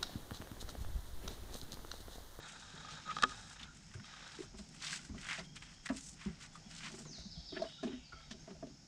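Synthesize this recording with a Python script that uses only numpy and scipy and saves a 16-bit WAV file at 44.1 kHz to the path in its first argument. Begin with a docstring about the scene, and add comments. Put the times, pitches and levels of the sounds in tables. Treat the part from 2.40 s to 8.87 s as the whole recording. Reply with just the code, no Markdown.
"""Fishing boat on a calm creek

A reel is wound and its bail snaps shut. Feet scuff and knock on the small open hull, clothes rustle,
gear ticks and creaks. Ripples keep the hull booming. Insects hiss on the wooded bank and a far bird
whistles mostly falling notes into the echo of the trees."""
import sys
import numpy as np
from scipy import signal
from scipy.fft import rfft, irfft, next_fast_len
from scipy.io import wavfile
from scipy.ndimage import map_coordinates

SR = 44100
rng = np.random.default_rng(int(sys.argv[2]) if len(sys.argv) > 2 else 0)


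def generate_wav(signal):
    """Clip the signal to [-1, 1] and save it as 16-bit WAV at the path in sys.argv[1]."""
    frames = np.transpose(np.atleast_2d(signal))
    scaled = np.clip(frames, -1, 1) * 32767
    pcm = np.round(scaled).astype(np.int16)
    wavfile.write(sys.argv[1], SR, pcm)


N = 285327


def amp(db):
    return 10 ** (np.asarray(db) / 20)


def unit_rms(x):
    return x / np.sqrt(np.mean(x ** 2) + 1e-20)


def curve(points):
    """(time_s, value) points interpolated per sample."""
    return np.interp(np.arange(N) / SR, *np.transpose(points))


def wobble(rate_hz):
    """Smooth random curve, rate_hz knots a second."""
    knots = rng.standard_normal(int(N * rate_hz / SR) + 4)
    return map_coordinates(knots, [np.arange(N) * rate_hz / SR])


def filtered(x, response):
    """x through a complex frequency response."""
    size = next_fast_len(len(x) + SR // 4)
    return irfft(rfft(x, size) * response(np.fft.rfftfreq(size, 1 / SR)), size)[:len(x)]


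def coloured(x, spectrum):
    """x through (freq_hz, gain_db) points on a log axis, rms 1."""
    hz, db = np.transpose(spectrum)
    return unit_rms(filtered(x, lambda f: amp(np.interp(np.log(f + 1), np.log(hz + 1), db))))


def modes(peaks):
    """Causal response of (freq_hz, width_hz, gain_db) resonances."""
    return lambda f: sum((-1) ** k * amp(db) * 1j * f * width / (hz * hz - f * f + 1j * f * width)
                         for k, (hz, width, db) in enumerate(peaks))


def band_noise(samples, centre_hz, width_hz, stages=1):
    """Noise through identical resonators in series, rms 1."""
    band = modes([(centre_hz, width_hz, 0)])
    return unit_rms(filtered(rng.standard_normal(samples), lambda f: band(f) ** stages))


def gritty(grit_db, rate_hz):
    """Noise with a randomly jumping level, rms 1."""
    return unit_rms(rng.standard_normal(N) * amp(grit_db * wobble(rate_hz)))


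def soft_top(hz):
    """Low-pass: contacts on the gear carry little of the top octave."""
    return 1 / (1 + 1.2j * hz / 8500 - (hz / 8500) ** 2) ** 3


def add(track, start_s, sound):
    part = track[round(start_s * SR):][:len(sound)]
    part += sound[:len(part)]


# Hull boom spectrum: freq_hz, gain_db
BOOM_SPECTRUM = [(8.8, -34.5), (15, -3.5), (54, -0.5), (86, -10.5), (110, -2.5), (140, -39), (240, -120)]
# Hull panel spectrum: freq_hz, gain_db
PANEL_SPECTRUM = [(80, -30), (110, -14.5), (150, 4.5), (190, -3), (230, -6), (290, -11.5), (450, -23),
                  (900, -59)]
# Panel murmur: time_s, level_db
MURMUR_LEVEL = [(0, -64), (.8, -60.5), (1.75, -65), (2.5, -56.5), (3.1, -60.5), (3.6, -62.5), (4.2, -61.5),
                (4.55, -55.5), (5, -61.5), (5.9, -66), (6.25, -60), (6.47, -61)]


def hull():
    """Ripples keep the hull booming; its panels murmur as people shift their weight."""
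    boom = amp(-63.5) * coloured(gritty(grit_db=3, rate_hz=7.1), BOOM_SPECTRUM)
    murmur = amp(curve(MURMUR_LEVEL)) * coloured(gritty(grit_db=2.05, rate_hz=23), PANEL_SPECTRUM)
    return boom + murmur


# Open-air hiss spectrum: freq_hz, gain_db
AIR_SPECTRUM = [(150, -47), (250, -3.5), (365, -16.5), (482, -10.5), (808, -5.5), (1100, -15.5),
                (1480, -9.5), (1700, -12.5), (2120, -12), (3880, -14), (5390, -9.5), (5980, -12.5),
                (6750, -10.5), (10900, -36.5), (15400, -63)]
# Breeze swells: time_s, level_db
BREEZE_LEVEL = [(0, -62.5), (1.4, -69.5), (2.25, -66), (2.7, -64), (3.4, -66), (3.97, -68), (4.23, -64),
                (4.9, -65.5), (5.38, -66.5), (5.68, -68.5), (6.03, -64.5), (6.47, -70)]


def breeze():
    """The open air's hiss swells and sinks with the breeze."""
    level_db = curve(BREEZE_LEVEL) + 1.17 * wobble(rate_hz=1.835)
    return amp(level_db) * coloured(rng.standard_normal(N), AIR_SPECTRUM)


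# Insect choruses: centre_hz, width_hz, level_db
INSECT_BANDS = [(5305, 930, -67), (6530, 870, -74)]
# Swell shared by the choruses: time_s, gain_db
INSECT_SWELL = [(0, -1), (1.5, 0.5), (3.5, 0), (4.2, -0.5), (5.2, -1.5), (5.8, -0.5), (6.47, 0)]


def insects():
    """Choruses hiss in narrow bands, each drifting a little in level."""
    out = np.zeros(N)
    for centre_hz, width_hz, level_db in INSECT_BANDS:
        drift_db = curve(INSECT_SWELL) + 2 * wobble(rate_hz=3.05)
        out += amp(level_db + drift_db) * band_noise(N, centre_hz, width_hz, stages=2)
    return out


# Reel body resonances: freq_hz, width_hz, gain_db
REEL_MODES = [(255, 83, -15), (495, 135, -11), (870, 150, -5.5), (1250, 86, 1.5), (1363, 276, -1.5),
              (1674, 230, -2), (2560, 150, -13.5), (3225, 156, -9), (3810, 257, -5), (5030, 550, -25),
              (6800, 800, -18)]
# Winding and handling: time_s, level_db
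WINDING_LEVEL = [(0, -55), (.1, -56), (.15, -60), (.38, -56.5), (.5, -52.5), (.64, -61), (.7, -48.5),
                 (.74, -56.5), (.8, -51.5), (.89, -60.5), (.93, -52), (1.02, -61), (1.3, -64), (1.36, -76),
                 (1.62, -74), (1.68, -60.5), (1.82, -56.5), (2.06, -65.5), (2.2, -100)]
# Snaps on the reel: start_s, ring_db, upper_modes_db, crack_db, damping_factor, seat_after_s
REEL_SNAPS = [(0.448, -41, -14, -57, 1.6, .05), (0.485, -47, -3, -54, 0.46, .05),
              (0.76, -60, 15, -49, 1.5, .05), (0.7668, -32, -7, -38, 1.4, 0.0112),
              (.786, -30.5, 7.5, -32, 2.7, .05), (0.8238, -29, 8.5, -16.5, 1.4, 0.0025),
              (0.827, -41, 0, -38, 0.75, 0.0051), (0.8329, -25.5, -8, -29, 0.37, 0.0038),
              (0.8364, -21, 3.5, -15, 0.95, 0.00726), (0.837, -23.5, -13, -40, 0.7, 0.0044),
              (0.8452, -29.5, -9, -50, 0.97, 0.01), (1.643, -53.5, 11, -53, 1.3, .05),
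              (1.738, -48.5, 6.5, -52, 1, .05)]


def reel():
    """Gears and line rub the reel's body; each snap cracks and rings the same modes."""
    out = amp(curve(WINDING_LEVEL)) * unit_rms(filtered(gritty(grit_db=3, rate_hz=150), modes(REEL_MODES)))
    t = np.arange(SR // 8) / SR
    attack = 1 - np.exp(-t / 0.00063)
    crack_response = modes([(4030, 2500, 1), (7800, 3400, -9)])
    for start_s, ring_db, upper_modes_db, crack_db, damping_factor, seat_after_s in REEL_SNAPS:
        ring = np.zeros(len(t))
        for hz, width_hz, gain_db in REEL_MODES:
            mode_db = ring_db + gain_db + upper_modes_db * (hz > 2000) + rng.normal(0, 1.45)
            decay = np.exp(-1.6 * width_hz * damping_factor * t)
            ring += amp(mode_db) * decay * np.sin(2 * np.pi * hz * t)
        choke = amp(-14 * np.clip((t - seat_after_s) / 0.00072, 0, 1))  # the part seats
        crack = amp(crack_db - 60 * t / 0.0066) * rng.standard_normal(len(t))
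        add(out, start_s, ring * choke * attack + filtered(crack, crack_response))
    return filtered(out, soft_top)


def crinkles(rate_hz, size_db):
    """Gain that jumps at random creases and settles within milliseconds."""
    creases = (rng.random(N) < rate_hz / SR) * amp(size_db * np.minimum(rng.exponential(size=N), 2))
    return 1 + signal.lfilter([1], [1, -np.exp(-1 / (0.0021 * SR))], creases)


# Sole scrape spectrum: freq_hz, gain_db
SOLE_SPECTRUM = [(300, -47), (700, -16.5), (1100, -8.5), (1520, -3.5), (1720, -5.5), (1950, -3),
                 (2500, -7.5), (3200, -7.5), (4500, -28), (8000, -59.5)]
# Heavy cloth spectrum: freq_hz, gain_db
HEAVY_CLOTH_SPECTRUM = [(1200, -36), (2500, -4.5), (3500, -2.5), (5000, -2), (6500, -7), (9000, -27),
                        (14000, -75)]
# Thin cloth spectrum: freq_hz, gain_db
THIN_CLOTH_SPECTRUM = [(3500, -19.5), (5500, -4.5), (7800, 0), (9000, -8), (11500, -28.5), (15400, -42)]
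# Scuffs and rustles: peak_s, hold_s, rise_s, fall_s, sole_db, heavy_cloth_db, thin_cloth_db
STROKES = [(.098, .002, 0.091, 0.081, -54, -57, -58.5), (0.163, 0.26, 0.039, .03, -76, -62, -70),
           (0.456, .002, .03, 0.014, -62, -53, -72), (0.486, 0.07, .01, .08, -63, -53.5, -67.5),
           (0.616, 0.032, 0.018, .02, -60, -62, -80), (0.711, .002, 0.064, .03, -47, -54, -72),
           (0.765, .002, 0.033, .03, -65, -49.5, -66), (0.919, .002, 0.17, 0.035, -61, -52, -62.5),
           (0.948, .2, .03, .05, -66, -63, -65.5), (1.207, 0.032, 0.059, 0.014, -52.5, -61, -73),
           (1.26, .002, .02, 0.058, -59, -66, -79), (1.365, .002, 0.09, 0.16, -65.5, -63.5, -67.5),
           (1.548, 0.0018, 0.14, 0.074, -58.5, -73, -68), (1.656, 0.37, 0.053, 0.066, -58, -58.5, -73),
           (2.048, .002, 0.18, .02, -89, -81, -63), (2.185, .002, 0.029, 0.15, -63.5, -60, -63.5),
           (2.346, 0.0017, 0.06, 0.071, -65, -67, -67.5), (2.428, 0.14, 0.051, 0.07, -49, -48, -59.5),
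           (2.468, .002, 0.0069, .012, -61, -44.5, -67), (2.555, .002, 0.11, 0.053, -58, -51, -52),
           (2.651, .002, 0.027, 0.044, -61, -63, -59), (2.889, 0.052, 0.043, 0.093, -42.5, -64, -60.5),
           (2.8, 0.063, 0.054, 0.027, -56, -63, -66), (2.91, 0.063, 0.15, 0.024, -51.5, -52, -68),
           (2.993, 0.0018, 0.018, 0.025, -46, -45.5, -61), (3.052, .002, 0.041, .04, -75, -64, -68),
           (3.162, .002, 0.017, 0.047, -52.5, -55, -58.5), (3.225, .002, 0.013, 0.037, -50, -56, -64),
           (3.262, 0.083, .02, 0.13, -61, -63, -72.5), (3.46, 0.0089, 0.013, 0.013, -47.5, -51.5, -56),
           (3.579, .002, 0.083, 0.045, -54.5, -52.5, -54), (3.632, 0.067, 0.038, 0.081, -73, -64, -56),
           (3.819, .002, 0.068, 0.22, -51, -56, -66), (4.017, 0.034, 0.034, .03, -54.5, -55, -61.5),
           (4.156, .002, 0.055, 0.06, -58.5, -72, -66.5), (4.308, 0.13, 0.027, .05, -58, -56.5, -63.5),
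           (4.441, 0.043, 0.044, .02, -45, -49, -62.5), (4.495, .09, .02, 0.22, -67, -57.5, -71),
           (4.59, .002, 0.081, 0.056, -74, -75, -54.5), (4.73, 0.089, .03, .03, -64.5, -74, -78),
           (5.167, .002, 0.043, 0.051, -47, -66, -75), (5.243, 0.078, .02, 0.032, -61.5, -68, -73),
           (5.434, .002, .01, 0.074, -53, -51, -67), (5.522, 0.0022, 0.021, 0.069, -54, -64, -85),
           (5.798, .002, .06, .15, -65, -70, -82), (5.913, .002, 0.0072, 0.022, -66, -44.5, -65),
           (6.109, .002, .05, .04, -65, -64, -81), (6.278, .002, .06, 0.13, -74, -63.5, -83)]


def scuffs_and_rustles():
    """Soles scrape in grit, cloth whispers and crinkles; each stroke swells, holds and fades."""
    gains, t = np.zeros((3, N)), np.arange(N) / SR
    for peak_s, hold_s, rise_s, fall_s, *levels_db in STROKES:
        first = max(round((peak_s - 3 * rise_s) * SR), 0)
        span = slice(first, round((peak_s + hold_s + 3 * fall_s) * SR))
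        since_peak_s = t[span] - peak_s
        drop_db = 20 * np.maximum(-since_peak_s / rise_s, np.maximum(since_peak_s - hold_s, 0) / fall_s)
        gains[:, span] += amp(np.array(levels_db)[:, None] - drop_db)
    sole_gain, heavy_gain, thin_gain = gains
    # Both cloths catch and slip together.
    catch = amp(1.95 * wobble(rate_hz=120)) * crinkles(rate_hz=40, size_db=4)
    grit = crinkles(rate_hz=60, size_db=-5) * gritty(grit_db=2.5, rate_hz=280)
    sole = sole_gain * coloured(grit, SOLE_SPECTRUM)
    heavy = heavy_gain * coloured(catch * rng.standard_normal(N), HEAVY_CLOTH_SPECTRUM)
    thin = thin_gain * coloured(catch * rng.standard_normal(N), THIN_CLOTH_SPECTRUM)
    return amp(-4) * sole + amp(-3) * heavy + amp(1.5) * thin


# Foot knocks on the hull: start_s, deck_db, deck_hz, keel_db, locker_db, box_db, rattle_db
KNOCKS = [(.334, -52, 158.6, -78, -62, -69, -54), (.838, -46.5, 264, -70, -47, -50, -53),
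          (1.208, -52.5, 227, -61, -80, -72, -62), (1.546, -43, 106, -59, -54.5, -62, -64),
          (1.569, -46, 110, -64, -76, -69, -56), (1.599, -50.5, 201, -71, -74, -76, -63),
          (1.987, -51, 282, -71, -35.5, -65, -60), (2.029, -50.5, 169, -65, -68, -61, -59),
          (2.139, -51.5, 213, -62, -57, -63, -54.5), (2.187, -46.5, 204, -56, -57, -61, -52),
          (2.693, -40, 224, -43, -66, -69, -55), (2.719, -52, 102, -49, -62, -70, -70),
          (2.744, -43, 215.5, -65, -54, -58, -55), (2.98, -51, 189, -68, -58, -45, -55),
          (2.998, -49, 180.5, -60, -62, -69, -46.5), (3.497, -32.5, 250.5, -51.5, -48, -40, -35.5),
          (3.539, -45.5, 261, -52, -56, -65, -64), (3.857, -33.5, 194.7, -48, -46.5, -81, -49.5),
          (3.899, -42, 183, -59, -83, -60, -66), (4.259, -50, 193, -75, -78, -78, -67),
          (4.499, -65, 177, -73, -65, -59, -53), (4.52, -55, 238, -69, -58, -64, -58),
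          (4.538, -52, 221, -71, -49, -57, -51), (4.578, -55, 262, -75, -53.5, -62, -52),
          (4.601, -56, 226, -72, -58, -58, -57), (4.652, -64, 160, -73, -53, -57, -52),
          (4.689, -51.5, 260, -64, -56, -66, -68), (4.779, -58, 167, -53.5, -64, -52.5, -65),
          (4.852, -45.5, 195, -65, -72, -68, -64), (4.968, -47.5, 152, -50, -88, -65, -67),
          (5.121, -46.5, 300, -59, -45, -50, -53.5), (5.164, -50, 239, -65, -44, -40.5, -50),
          (5.194, -51, 179, -72, -41.5, -40, -52), (5.2165, -49.5, 232, -70, -59, -31, -47),
          (5.236, -55.5, 294, -65, -68, -38.5, -44.5), (5.428, -36, 297, -70, -38, -40, -44.5),
          (5.445, -37, 223.5, -76, -39.5, -69, -68), (5.464, -53, 298, -71, -39.5, -45.5, -50),
          (5.489, -44.5, 265, -66, -44.5, -61, -51), (5.529, -44, 252.6, -63, -63, -55, -58),
          (5.569, -56.5, 230, -55, -64, -77, -77), (5.724, -61, 127, -55.5, -62, -65, -52),
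          (5.907, -49, 217, -61, -58, -53, -50.5), (5.939, -55, 210, -55.5, -54.5, -58, -70),
          (6.074, -49, 215, -72, -53, -50, -52), (6.104, -49, 210, -72, -51.5, -61, -52.5),
          (6.149, -66.5, 207, -61, -72, -52, -72), (6.224, -43.5, 271, -63, -48, -40, -51.5),
          (6.264, -54, 254, -68, -53.5, -53, -62), (6.299, -56, 270, -59, -63, -67, -64)]


def knocks():
    """A soft blow rings the deck panel, keel, locker and tackle box; loose gear rattles after it."""
    keel_hz, locker_hz, box_hz = 61.7, 375.2, 647.6
    deck_t60_s, rattle_t60_s = 0.63 * 0.14, 0.74 * 0.14
    out, t = np.zeros(N), np.arange(SR // 5) / SR
    end_fade = np.clip(5 - 5 * t / t[-1], 0, 1)
    for start_s, deck_db, deck_hz, keel_db, locker_db, box_db, rattle_db in KNOCKS:
        parts = [(deck_hz, deck_db, 1), (keel_hz, keel_db, 1.64),
                 (locker_hz, locker_db, 0.76), (box_hz, box_db, 0.58)]
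        for pitch_hz, level_db, t60_ratio in parts:
            neighbours_hz = pitch_hz * (1 + 0.1074 * rng.standard_normal((3, 1)))
            neighbours = np.sin(2 * np.pi * neighbours_hz * t).sum(axis=0)
            ring = np.sin(2 * np.pi * pitch_hz * t) + 0.45 * neighbours  # close modes beat
            attack = 1 - np.exp(-(t / (0.5 / pitch_hz + 0.0045)) ** 2)
            decay = amp(level_db - 60 * (t / (t60_ratio * deck_t60_s)) ** 1.75)
            add(out, start_s, ring * attack * decay * end_fade)
        rattle = band_noise(len(t), centre_hz=1110, width_hz=1230) * amp(rattle_db - 60 * t / rattle_t60_s)
        add(out, start_s, rattle * (1 - np.exp(-t / 0.0017)))
    # Soft soles send little treble.
    return filtered(out, lambda hz: 1j * hz / (45 + 1j * hz) / (1 + 1j * hz / 2500) ** 3)


# After-ring spectrum of the open hull: freq_hz, gain_db
HULL_RING_SPECTRUM = [(150, -12), (230, 2.5), (400, -1), (700, -4.5), (1200, -22)]


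def hull_ring(blows, t60_s=0.17, tail_db=-1):
    """The hull's many loose modes add a rough low tail, a little different from spot to spot."""
    tails, block, t = np.zeros(N), SR // 4, np.arange(SR // 3) / SR
    envelope = amp(-60 * t / t60_s) * (1 - np.exp(-t / 0.0042))
    for first in range(0, N, block):
        impulse = envelope * coloured(rng.standard_normal(len(t)), HULL_RING_SPECTRUM)
        impulse /= np.abs(rfft(impulse)).max()
        add(tails, first / SR, signal.fftconvolve(blows[first:first + block], impulse))
    return blows + amp(tail_db) * tails


# Creaks, faint squeaks and thin insect whines: start_s, end_s, pitch_hz, width_hz, start_db, end_db
CREAKS = [(0.652, 0.675, 1260, 80, -58, -50), (0.674, 0.722, 1258, 81, -44.5, -41.5),
          (4.146, 4.19, 1206, 90, -55, -67), (5.164, 5.18, 1720, 121, -49, -47),
          (5.721, 5.748, 1410, 100, -54, -60), (0.874, 0.93, 1250, 90, -59, -54),
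          (0.953, 1.021, 1497, 90, -65, -60.5), (1.238, 1.332, 1420, 152, -60, -68),
          (2.05, 2.085, 3130, 100, -76, -71), (3.04, 3.462, 3230, 120, -69, -73),
          (4.107, 4.172, 3450, 120, -72, -72), (4.235, 4.284, 3340, 100, -68, -72),
          (4.653, 4.696, 4000, 90, -64, -66), (5.383, 5.42, 1396, 79, -66, -64),
          (5.723, 5.907, 1330, 80, -61, -76), (5.725, 5.882, 2180, 250, -68, -74),
          (5.76, 5.916, 647, 60, -71, -84), (5.99, 6.06, 6410, 119, -64, -71),
          (4.956, 5.106, 715, 79.4, -71, -79.5)]


def creaks(fade_s=0.0038):
    """Rough tones, each held on one pitch, with soft ends."""
    out, lead_in = np.zeros(N), SR // 10
    for start_s, end_s, pitch_hz, width_hz, start_db, end_db in CREAKS:
        t = np.arange(0, end_s - start_s, 1 / SR)
        rough = band_noise(lead_in + len(t), pitch_hz, width_hz, stages=2)[lead_in:]
        tone = rough + 0.39 * np.sin(2 * np.pi * pitch_hz * t)
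        fade = np.clip(np.minimum(t, t[-1] - t) / fade_s, 0, 1)
        add(out, start_s, tone * fade * amp(np.linspace(start_db, end_db, len(t))))
    return out


# Small ticks of gear: start_s, level_db, pitch_hz
GEAR_TICKS = [(.677, -40, 1250), (1.1945, -39, 2990), (1.229, -37, 3580), (1.5382, -41.5, 1616),
              (1.5968, -42.5, 1430), (2.0353, -50, 1240), (2.1886, -45, 4140), (2.432, -34.5, 1500),
              (2.4658, -33.5, 3710), (2.5274, -30, 1626), (2.6469, -45, 1560), (2.7427, -50, 1125),
              (2.7793, -39.5, 1970), (2.886, -31.5, 2020), (2.9088, -25.5, 1920), (2.989, -38, 1980),
              (3.0435, -47, 3280), (3.1643, -35.5, 2440), (3.2237, -52, 2100), (3.457, -31, 1930),
              (3.4694, -43, 2060), (3.489, -29, 1700), (3.5824, -38, 6950), (3.6616, -41, 6070),
              (4.1538, -44, 1230), (4.4363, -47, 2750), (4.54, -48, 2170), (4.7292, -54, 4550),
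              (4.7976, -46, 4770), (5.163, -41, 1740), (5.22, -39, 4200), (5.4324, -40.5, 1700),
              (5.476, -41, 2820), (5.5297, -49, 2950), (5.726, -50, 1440), (5.8008, -47, 1310),
              (5.9109, -43, 1770)]


def gear_ticks(ring_t60_s=0.056):
    """Each contact gives a rough ring at its own pitch and a short wide crack."""
    out, t = np.zeros(N), np.arange(SR // 8) / SR
    attack = 1 - np.exp(-t / 0.0013)
    crack_t60_s = 0.51 * ring_t60_s
    for start_s, level_db, pitch_hz in GEAR_TICKS:
        ring = band_noise(len(t), pitch_hz, 0.35 * pitch_hz) + 0.88 * np.sin(2 * np.pi * pitch_hz * t)
        crack = band_noise(len(t), centre_hz=3370, width_hz=7600)
        tick = ring * amp(-60 * t / ring_t60_s) + crack * amp(-10.5 - 60 * t / crack_t60_s)
        add(out, start_s, amp(level_db - 9) * attack * tick)
    return filtered(out, soft_top)


# Bird glides, one list of points per note: time_s, pitch_hz, level_db
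BIRD_NOTES = [
    [(4.645, 7440, -71), (4.68, 6200, -60.5), (4.72, 4915, -56), (4.775, 3555, -61), (4.79, 3550, -89)],
    [(4.893, 5450, -66), (4.91, 5120, -54), (4.94, 4040, -60), (4.97, 3130, -67)],
    [(5.045, 5470, -58), (5.06, 5320, -56), (5.085, 4720, -55.5), (5.10, 4250, -55)],
    [(5.078, 3964, -60), (5.095, 3800, -57), (5.12, 3300, -64.5), (5.14, 3120, -57)],
    [(5.26, 2920, -55.5), (5.28, 3050, -64.5), (5.295, 3505, -58), (5.31, 3880, -61), (5.35, 3780, -68),
     (5.41, 3700, -74)],
    [(5.62, 5400, -82), (5.645, 4790, -65), (5.68, 4330, -68), (5.705, 4030, -78.5)],
    [(5.50, 3340, -68.5), (5.55, 2846, -67.5), (5.60, 2340, -76), (5.62, 2200, -71)],
    [(5.755, 3150, -68), (5.795, 3350, -73), (5.83, 3860, -70), (5.86, 3760, -81)],
]


def bird(echo_t60_s=1.2, echo_db=8):
    """Whistled glides from far off; the echo among the trunks is stronger than the direct sound."""
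    song = np.zeros(N)
    for note in BIRD_NOTES:
        time_s, pitch_hz, level_db = np.transpose(note)
        t = np.arange(time_s[0], time_s[-1], 1 / SR)
        fade = np.clip(np.minimum(t - time_s[0], time_s[-1] - t) / 0.0035, 0, 1)
        phase = 2 * np.pi * np.cumsum(np.interp(t, time_s, pitch_hz)) / SR
        add(song, time_s[0], fade * amp(np.interp(t, time_s, level_db)) * np.sin(phase))
    song *= 1 + 0.47 * wobble(rate_hz=400)  # husky throat
    t = np.arange(SR) / SR
    impulse = rng.standard_normal(SR) * amp(-60 * t / echo_t60_s)
    echo = signal.fftconvolve(song, impulse / np.linalg.norm(impulse))[:N]
    return 0.88 * song + amp(echo_db) * echo


def scene():
    """Boat and bank, mono."""
    boat = reel() + creaks() + scuffs_and_rustles() + gear_ticks() + hull_ring(knocks()) + hull()
    return (boat + breeze() + insects() + bird())[None]


def record(dry):
    """Brick-wall low-pass."""
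    cutoff_hz = 15600
    return filtered(dry[0], lambda hz: hz < cutoff_hz)[None]


dry = scene()
out = record(dry)
generate_wav(out)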